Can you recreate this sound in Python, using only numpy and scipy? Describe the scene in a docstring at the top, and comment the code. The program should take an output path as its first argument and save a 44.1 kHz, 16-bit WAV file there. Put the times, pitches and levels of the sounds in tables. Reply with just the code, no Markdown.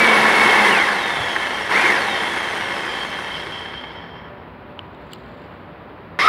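"""An electric rope hoist on a high steel frame runs at full speed above a distant town: gear teeth
rattle the housing, the rotor (the motor's spinning part) whines and the fan rushes. At 0.7 s the power
goes off and a brake slows it; a soft gust passes. After one short burst of power at 1.7 s it coasts
to rest, its whistle falling and a rubbing steel part ringing. Around 5 s come two small ticks, with
a fainter one between them, and a light rustle. At 6.2 s the motor kicks in again with a rasp."""
import sys
import numpy as np
from scipy import signal
from scipy.fft import rfft, irfft
from scipy.io import wavfile
from scipy.ndimage import uniform_filter1d

SR = 44100
rng = np.random.default_rng(int(sys.argv[2]) if len(sys.argv) > 2 else 0)


def transcribe(u):
    """Save the signal u as a 16-bit wav file named by the first command-line argument.

    u: samples, shape (n,) or (channels, n), limited to [-1, 1]; the rate is SR.
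    q: integer samples, one column per channel.
    """
    v = np.clip(np.atleast_2d(u).T, -1, 1)
    q = np.round(v * 32767).astype(np.int16)
    wavfile.write(sys.argv[1], SR, q)


N = 276948
TIME = np.arange(N) / SR
FULL_HZ, RELEASE_HZ = 220, 77.2  # rotor turns a second: at full speed, and where the brake lets go
WHEEL_RATIO = .4425  # turns of the slower gear wheel for each rotor turn
TEETH, TOP_HZ = 16, 15650  # teeth on the rotor's small gear; upper edge of the treble

# rotor speed during each of the three spells of power: t/s, speed/Hz
RUN = [(0, 231), (.26, 216.3), (.42, 222), (.55, 214.6), (.689, 203)]
BURST = [(1.69, 55), (1.72, 108), (1.75, 128), (1.79, 146), (1.844, 154)]
RESTART = [(6.189, 63), (6.235, 76), (6.28, 82)]
# how strongly the gear housing gives off each pitch: f/Hz, level/dB
GEAR_COLOUR = [(60, -32), (140, -15.5), (220, -10.5), (300, -8), (430, -2), (620, -4), (900, 1),
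               (1300, -2.5), (1800, -1), (2230, -1.5), (2450, -11), (3500, -9.5), (5300, -25.5),
               (7500, -49.5)]


def rotor(drive_db=1.5, braking_db=-7, build_s=.097, brake_rise_s=.064):
    """Speed and torque (twisting force): the motor pulls hardest when slow, and runs down when off."""
    hz, torque = np.zeros(N), np.zeros(N)
    for spell in (RUN, BURST, RESTART):
        (on, _), (off, last_hz) = spell[0], spell[-1]
        speed = np.where(TIME < off, curve(spell), run_down(last_hz, TIME - off))
        slip = np.maximum(1 - speed / FULL_HZ, 0)
        driving = undb(drive_db) * slip ** 1.75 * np.clip((TIME - on) / build_s, 0, 1) ** 1.3
        braking = undb(braking_db) * brake_grip(speed) ** 1.1
        cut = np.clip((TIME - off) / brake_rise_s, 0, 1)
        hz = np.where(TIME < on, hz, speed)
        torque = np.where(TIME < on, torque, (1 - cut) * driving + cut * braking)
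    return hz, torque


def run_down(hz, age, friction_hz_per_s=26.2, drag_per_s=.126, brake_hz_per_s=666, step_s=.001):
    """Speed after the power is cut: a steep fall under the brake, then a long coast to rest."""
    speeds = [hz]
    while speeds[-1] > 0:
        now = speeds[-1]
        slowing = friction_hz_per_s + drag_per_s * now + brake_hz_per_s * brake_grip(now) ** .562
        speeds.append(max(now - step_s * slowing, 0))
    return np.interp(age, step_s * np.arange(len(speeds)), speeds)


def brake_grip(hz):
    """How hard the brake holds: 1 at full speed, 0 once it has let go."""
    return np.maximum(hz - RELEASE_HZ, 0) / (FULL_HZ - RELEASE_HZ)


def gears(turns, slap=1.24, slap_turns=.029, throb=.16, grind=.91):
    """Teeth strike unevenly, harder once per turn of the slower wheel, and make the housing ring."""
    # ringing notes of the housing and frame: f/Hz, width/Hz, level/dB over GEAR_COLOUR
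    housing = [(200, 23, 6.5), (343, 29, 4.5), (421, 27, -3.5), (545, 11, 4), (805, 26, 0.5),
               (962.6, 5.5, 6.5), (1084, 16, 5.5), (1280, 39, -13), (1510, 15, 3.5), (1606, 2.2, 9),
               (1710, 19, 5.5), (1753, 5.7, 12.5), (1950, 20, 0), (1925, 55, 3.5), (2136, 27, 7.5),
               (2248, 2.8, 10), (2656, 85, 7), (4350, 56, 6)]
    contacts = each_turn(2 * TEETH * turns)  # each tooth touches on both sides
    strikes = unit(contacts * noise() * scatter(3.5))
    strikes /= np.sqrt(uniform_filter1d(strikes ** 2, SR // 8) + 1e-3)  # equal power at every speed
    wheel = 1 + slap * np.exp(-(WHEEL_RATIO * turns % 1) / slap_turns)
    wheel += throb * np.cos(2 * np.pi * 3 * WHEEL_RATIO * turns)
    force = (unit(strikes * wheel) + grind * noise()) * undb(-.18 * wander(33))
    return ring(force, colour(GEAR_COLOUR) * np.sqrt(1 + resonances(housing)))


def knocks(hz, turns, rattle_gain, ring_hz=1860, decay_s=.00082, grit_db=-8):
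    """Slack in the gears closes with a dull clank: once a wheel turn off the brake, a few times hard."""
    # single hard knocks: t/s, level/dB
    hard_knocks = [(1.362, -8.5), (1.695, -17.5), (6.192, -11), (6.213, -12)]
    # tone of the grit in each clank: f/Hz, level/dB
    grit_colour = [(600, -16), (1500, 20), (2200, -17), (3500, -18)]
    grit = undb(grit_db) * ring(noise(), colour(grit_colour))
    looseness = np.maximum(1 - brake_grip(hz), 0)  # the knocks fade out towards full speed
    hits = each_turn(WHEEL_RATIO * turns) * rattle_gain * looseness * undb(.5) * scatter(1.5)
    for s, db in hard_knocks:
        hits[round(s * SR)] += undb(db)
    age, size = (part[:SR // 50] for part in blow(0, 0, decay_s))
    clank = signal.fftconvolve(hits, size * np.sin(2 * np.pi * ring_hz * age))[:N]
    crunch = grit * signal.fftconvolve(hits, size)[:N]
    return filtered(clank + crunch, "lowpass", 4000, order=4)


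def soften(rattle, hz, soft_speed_hz=15, dull_db=7.5):
    """Slow teeth roll onto each other, so the rattle turns dull just before the rotor stops."""
    hard = 1 - np.exp(-(hz / soft_speed_hz) ** 2)
    dull = filtered(rattle, "lowpass", 1860, order=2)
    return hard * rattle + (1 - hard) * undb(dull_db) * dull


def jolt(db=-18, rise_s=.0054, decay_s=.21):
    """The sudden twist of the last start sets the housing ringing with a harsh rasp."""
    # notes shaken by the jolt: f/Hz, width/Hz, level/dB
    modes = [(2130, 110, 2), (3550, 750, -18), (5100, 320, -16)]
    age = np.maximum(TIME - RESTART[0][0], 0)
    outline = colour([(800, -25), (2000, -2.5), (5400, .5), (7000, -9)])
    rasp = ring(noise(), np.sqrt(resonances(modes)) * outline)
    return undb(db) * (1 - np.exp(-age / rise_s)) * np.exp(-age / decay_s) * rasp


def gear_whine(hz, turns, torque):
    """The small gear sings at the rate its teeth meet, while it drives or brakes the rope drum."""
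    # tones of the loaded gear: multiple of the tooth rate, level/dB
    overtones = [(1, -1.5), (2, -29.5), (3, -29)]
    song = sum(undb(db) * tone(turns, TEETH * round(k), rough=.8, flutter_hz=120) for k, db in overtones)
    housing_gain = undb(np.interp(TEETH * hz, *np.transpose(GEAR_COLOUR)))
    return torque * housing_gain * filtered(song, "lowpass", 4000, order=8)


def whistle(hz, turns, boost_db=1.6, onset_speeds_hz=(24, 52)):
    """High rotor tones follow the speed, and swell at pitches where the frame rings easily."""
    # tones of the rotor: multiple of its speed, level/dB
    overtones = [(48, -40.5), (96, -47.5), (144, -49.5)]
    # how well the frame gives off each pitch: f/Hz, level/dB
    radiation = [(1200, -16), (2400, -5), (3100, -2), (3700, 2), (4400, -3.5), (5400, -2.5), (6200, -9),
                 (7400, -12), (9200, -12), (10000, -8.5), (10700, -5), (11500, -28)]
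    song = 0
    for k, db in overtones:
        pitch = k * hz
        frame_gain = (pitch < TOP_HZ) * undb(np.interp(pitch, *np.transpose(radiation)))
        song += undb(db) * frame_gain * tone(turns, k, rough=1.1, flutter_hz=90)
    turning = np.interp(hz, onset_speeds_hz, (0, 1))
    return undb(boost_db) * plates(song * turning, decay_s=.01, share=.2)


def fan(hz, turns, air_db=-24, boom_db=-44.5, boom_hz=205.5, boom_width_hz=29):
    """Rushing air, blade tones and the boom of the shaken frame all grow with speed."""
    # tones of the off-balance rotor and the blades: multiple of rotor speed, level/dB
    fan_tones = [(1, -30), (2, -31.5), (10, -21), (49, -52)]
    # tone of the rushing air: f/Hz, level/dB
    air_colour = [(120, -47), (200, -2), (300, -1), (430, -13), (800, 8.5), (2000, 2), (4200, -19),
                  (8000, -30)]
    tones = sum(undb(db) * tone(turns, round(k), rough=.53, flutter_hz=12 + 3 * round(k))
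                for k, db in fan_tones)
    tones = filtered(tones, "highpass", 190, order=6)  # deep tones pass poorly into the air
    air = undb(air_db) * ring(noise(), colour(air_colour))
    boom = undb(boom_db) * ring(noise(), resonances([(boom_hz, boom_width_hz, boom_db)]))
    speed = hz / FULL_HZ
    return tones * speed ** 2.1 + air * speed ** 1.3 + boom * speed


def rubbing(hz, turns, throb=.19, patchy_db=2.2):
    """Rubbing steel catches once a turn, grips in patches and rings in a cluster of close notes."""
    # ringing notes of the rubbed steel: f/Hz, width/Hz, level/dB
    modes = [(2710, 21, -3), (3040, 57, -4.5), (3110, 13, 2), (3123, 15, 2), (3175, 17, 5.5),
             (3317, 25, -2.5), (5260, 71, -31.5)]
    catch = (1 + throb * np.cos(2 * np.pi * turns)) * undb(patchy_db * wander(9))
    outline = colour([(1500, 6), (2700, -15), (5400, 2), (7000, -37)])
    ringing = ring(noise() * catch, np.sqrt(resonances(modes)) * outline)
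    return loudness(hz, top_db=-32, knee_hz=23.3, steepness=2.43) * ringing


def hiss(hz, fade_speed_hz=28, flare=.18, flare_s=.04):
    """A grainy high hiss that flares briefly as the power is cut and dies away at low speed."""
    # tone of the hiss: f/Hz, level/dB
    hiss_colour = [(3000, -18), (5200, 6.5), (6400, 1), (7500, -3), (9300, 3.5), (10700, -5), (12500, -10),
                   (15500, -52)]
    treble_fade = 1 - np.exp(-(hz / fade_speed_hz) ** 4)
    cuts = sum(swell(spell[-1][0], flare_s) for spell in (RUN, BURST))
    gain = loudness(hz, top_db=-32, knee_hz=161, steepness=1.34) * treble_fade * (1 + flare * cuts)
    grains = noise() * undb(1.5 * wander(320) - .5 * wander(35))
    return gain * plates(ring(grains, colour(hiss_colour)), decay_s=.015, share=.1)


def plates(x, decay_s, share):
    """Large steel plates ring on briefly, with countless close notes."""
    age = TIME[:SR // 5]
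    tail = rng.standard_normal(len(age)) * np.exp(-age / decay_s)
    ringing = signal.fftconvolve(x, tail)[:N] / np.sqrt(np.sum(tail ** 2))
    return np.sqrt(1 - share) * x + np.sqrt(share) * ringing


def ticks(thud_pitch_ratio=.43, thud_db=-7):
    """Each tick is a sharp crack, a very short ring and a lower thud in the metal behind it."""
    # small ticks: t/s, level/dB, f/Hz, decay/s, crack/dB relative to the ring
    events = [(4.7917, -19, 3030, 0.0006, -47), (4.948, -43, 3600, 0.00046, -19),
              (5.133, -27, 2990, 0.00091, -5.5)]
    crack = ring(noise(), colour([(2000, 1), (4500, 8), (6000, -15), (7400, 8), (9500, -13), (15000, -1)]))
    out = np.zeros(N)
    for s, db, hz, decay_s, crack_db in events:
        age, size = blow(s, db, decay_s)
        angle = 2 * np.pi * hz * age
        thud = undb(thud_db) * np.sin(thud_pitch_ratio * angle)
        out += size * (np.sin(angle) + thud + undb(crack_db) * crack)
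    return out


def rustle(grain_db=3):
    """A hand shifts its grip with a faint, scratchy rustle."""
    # movements of the hand: t/s, level/dB, width/s
    moves = [(5.135, -47, .012), (5.267, -59, 0.23)]
    # tone of the rustle: f/Hz, level/dB
    rustle_colour = [(1000, -8), (2900, 10), (4600, 6), (6000, -22), (7400, -7), (9000, -22), (15000, -18)]
    size = sum(undb(db) * swell(s, width_s) for s, db, width_s in moves)
    return size * ring(noise() * undb(grain_db * wander(120)), colour(rustle_colour))


def hum():
    """Faraway machines hold a few faint, wavering tones."""
    # tones of the machines: f/Hz, level/dB
    notes = [(94, -54), (167, -54.5), (188, -64), (248, -54.5), (382, -54.5), (587, -50.5), (974, -56)]
    return sum(undb(db) * tone(TIME, hz, rough=.95, flutter_hz=5.5) for hz, db in notes)


def town(db=-39.37, waver_db=.6):
    """The town far below blends into a low, gently wavering wash of noise."""
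    # tone of the town: f/Hz, level/dB
    town_colour = [(25, -37), (40, -36), (58, -1), (85, -5), (180, -2.5), (280, -5), (380, -6), (600, -7.5),
                   (1100, -9.5), (2000, -17), (3200, -25.5), (4700, -38.5), (6400, -61.5), (15000, -51)]
    return ring(noise(), colour(town_colour)) * undb(db + waver_db * wander(15))


def gust(at_s=1.212, db=-30, width_s=.02):
    """One soft puff of wind bumps the microphone."""
    rumble = ring(noise(), colour([(40, -22), (95, 3), (140, 0), (260, -11), (1000, -61)]))
    return undb(db) * swell(at_s, width_s) * rumble


def undb(db):
    """Turn decibels into a gain to multiply by."""
    return 10 ** (np.asarray(db) / 20)


def curve(rows):
    """Join (time, value) points with straight lines."""
    return np.interp(TIME, *np.transpose(rows))


def unit(x):
    """Scale a signal to an average size (rms) of 1."""
    return x / np.sqrt(np.mean(x ** 2))


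def noise():
    """White noise: all pitches equally strong."""
    return rng.standard_normal(N)


def scatter(db):
    """Random gains, spread by about db decibels."""
    return undb(db * np.clip(noise(), -2, 2))


def wander(rate_hz):
    """A smooth random drift of size 1 that changes about rate_hz times a second."""
    return unit(irfft(rfft(noise()) * np.exp(-(np.fft.rfftfreq(N, 1 / SR) / rate_hz) ** 2), N))


def each_turn(turns):
    """One pulse whenever the count passes a whole number."""
    return np.diff(np.floor(turns), prepend=0) > 0


def colour(points):
    """Gain at every frequency, from an outline of points: f/Hz, level/dB."""
    hz, db = np.transpose(points)
    return undb(np.interp(np.log(np.fft.rfftfreq(N, 1 / SR) + 1), np.log(hz), db))


def resonances(modes):
    """Power at every frequency, with one peak for each ringing note (mode)."""
    f = np.fft.rfftfreq(N, 1 / SR)
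    return sum(undb(db) ** 2 / (1 + (2 * (f - hz) / width) ** 2) for hz, width, db in modes)


def ring(x, gain):
    """Shape the tone of x by a gain at every frequency; the result has size 1."""
    cepstrum = irfft(np.log(gain + 1e-7), N)
    cepstrum[1:N // 2] *= 2  # fold it forward in time, so a blow rings only after it lands
    cepstrum[N // 2 + 1:] = 0
    return unit(irfft(rfft(x) * np.exp(rfft(cepstrum)), N))


def filtered(x, kind, hz, order):
    """Keep what lies below (lowpass) or above (highpass) a frequency."""
    return signal.sosfilt(signal.butter(order, hz, kind, fs=SR, output="sos"), x)


def tone(turns, multiple, rough, flutter_hz):
    """A tone at a multiple of the turning rate, fluttering in size and timing."""
    angle = 2 * np.pi * multiple * turns
    wave = (1 + rough * wander(flutter_hz)) * np.sin(angle)
    wobble = rough * wander(flutter_hz) * np.cos(angle)
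    return (wave + wobble) / np.sqrt(.5 + rough ** 2)


def blow(s, db, decay_s):
    """The time since a short blow, and its size as it swells and dies."""
    age = np.maximum(TIME - s, 0)
    return age, undb(db) * age / decay_s * np.exp(1 - age / decay_s)


def swell(s, width_s):
    """A smooth rise and fall around one moment."""
    return np.exp(-.5 * ((TIME - s) / width_s) ** 2)


def loudness(hz, top_db, knee_hz, steepness):
    """A gain that grows with speed and levels off above the knee speed."""
    return undb(top_db) * (hz / np.hypot(hz, knee_hz)) ** steepness


def scene(slack_rattle=.19, slack_s=.056):
    """One rotor drives every running sound of the hoist; small noises and the town lie behind it."""
    hz, torque = rotor()
    turns = np.cumsum(hz) / SR
    # extra rattle as each start takes up the slack in the gears
    starts = sum((TIME > on) * np.exp(-np.abs(TIME - on) / slack_s) for on, _ in (BURST[0], RESTART[0]))
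    rattle_gain = loudness(hz, top_db=-11.5, knee_hz=178.7, steepness=1.386) * (1 + slack_rattle * starts)
    clatter = soften(rattle_gain * gears(turns) + knocks(hz, turns, rattle_gain), hz) + jolt()
    high_noise = rubbing(hz, turns) + hiss(hz)
    tones = gear_whine(hz, turns, torque) + whistle(hz, turns)
    hoist = clatter + high_noise + tones + fan(hz, turns)
    return (hoist + ticks() + rustle() + hum() + town() + gust())[None]


def record(dry):
    """The microphone rounds off the loudest peaks and loses the highest treble."""
    rounded = np.tanh(.71 * dry) / .7
    return signal.sosfilt(signal.ellip(10, .2, 80, TOP_HZ, fs=SR, output="sos"), rounded)


dry = scene()
out = record(dry)
transcribe(out)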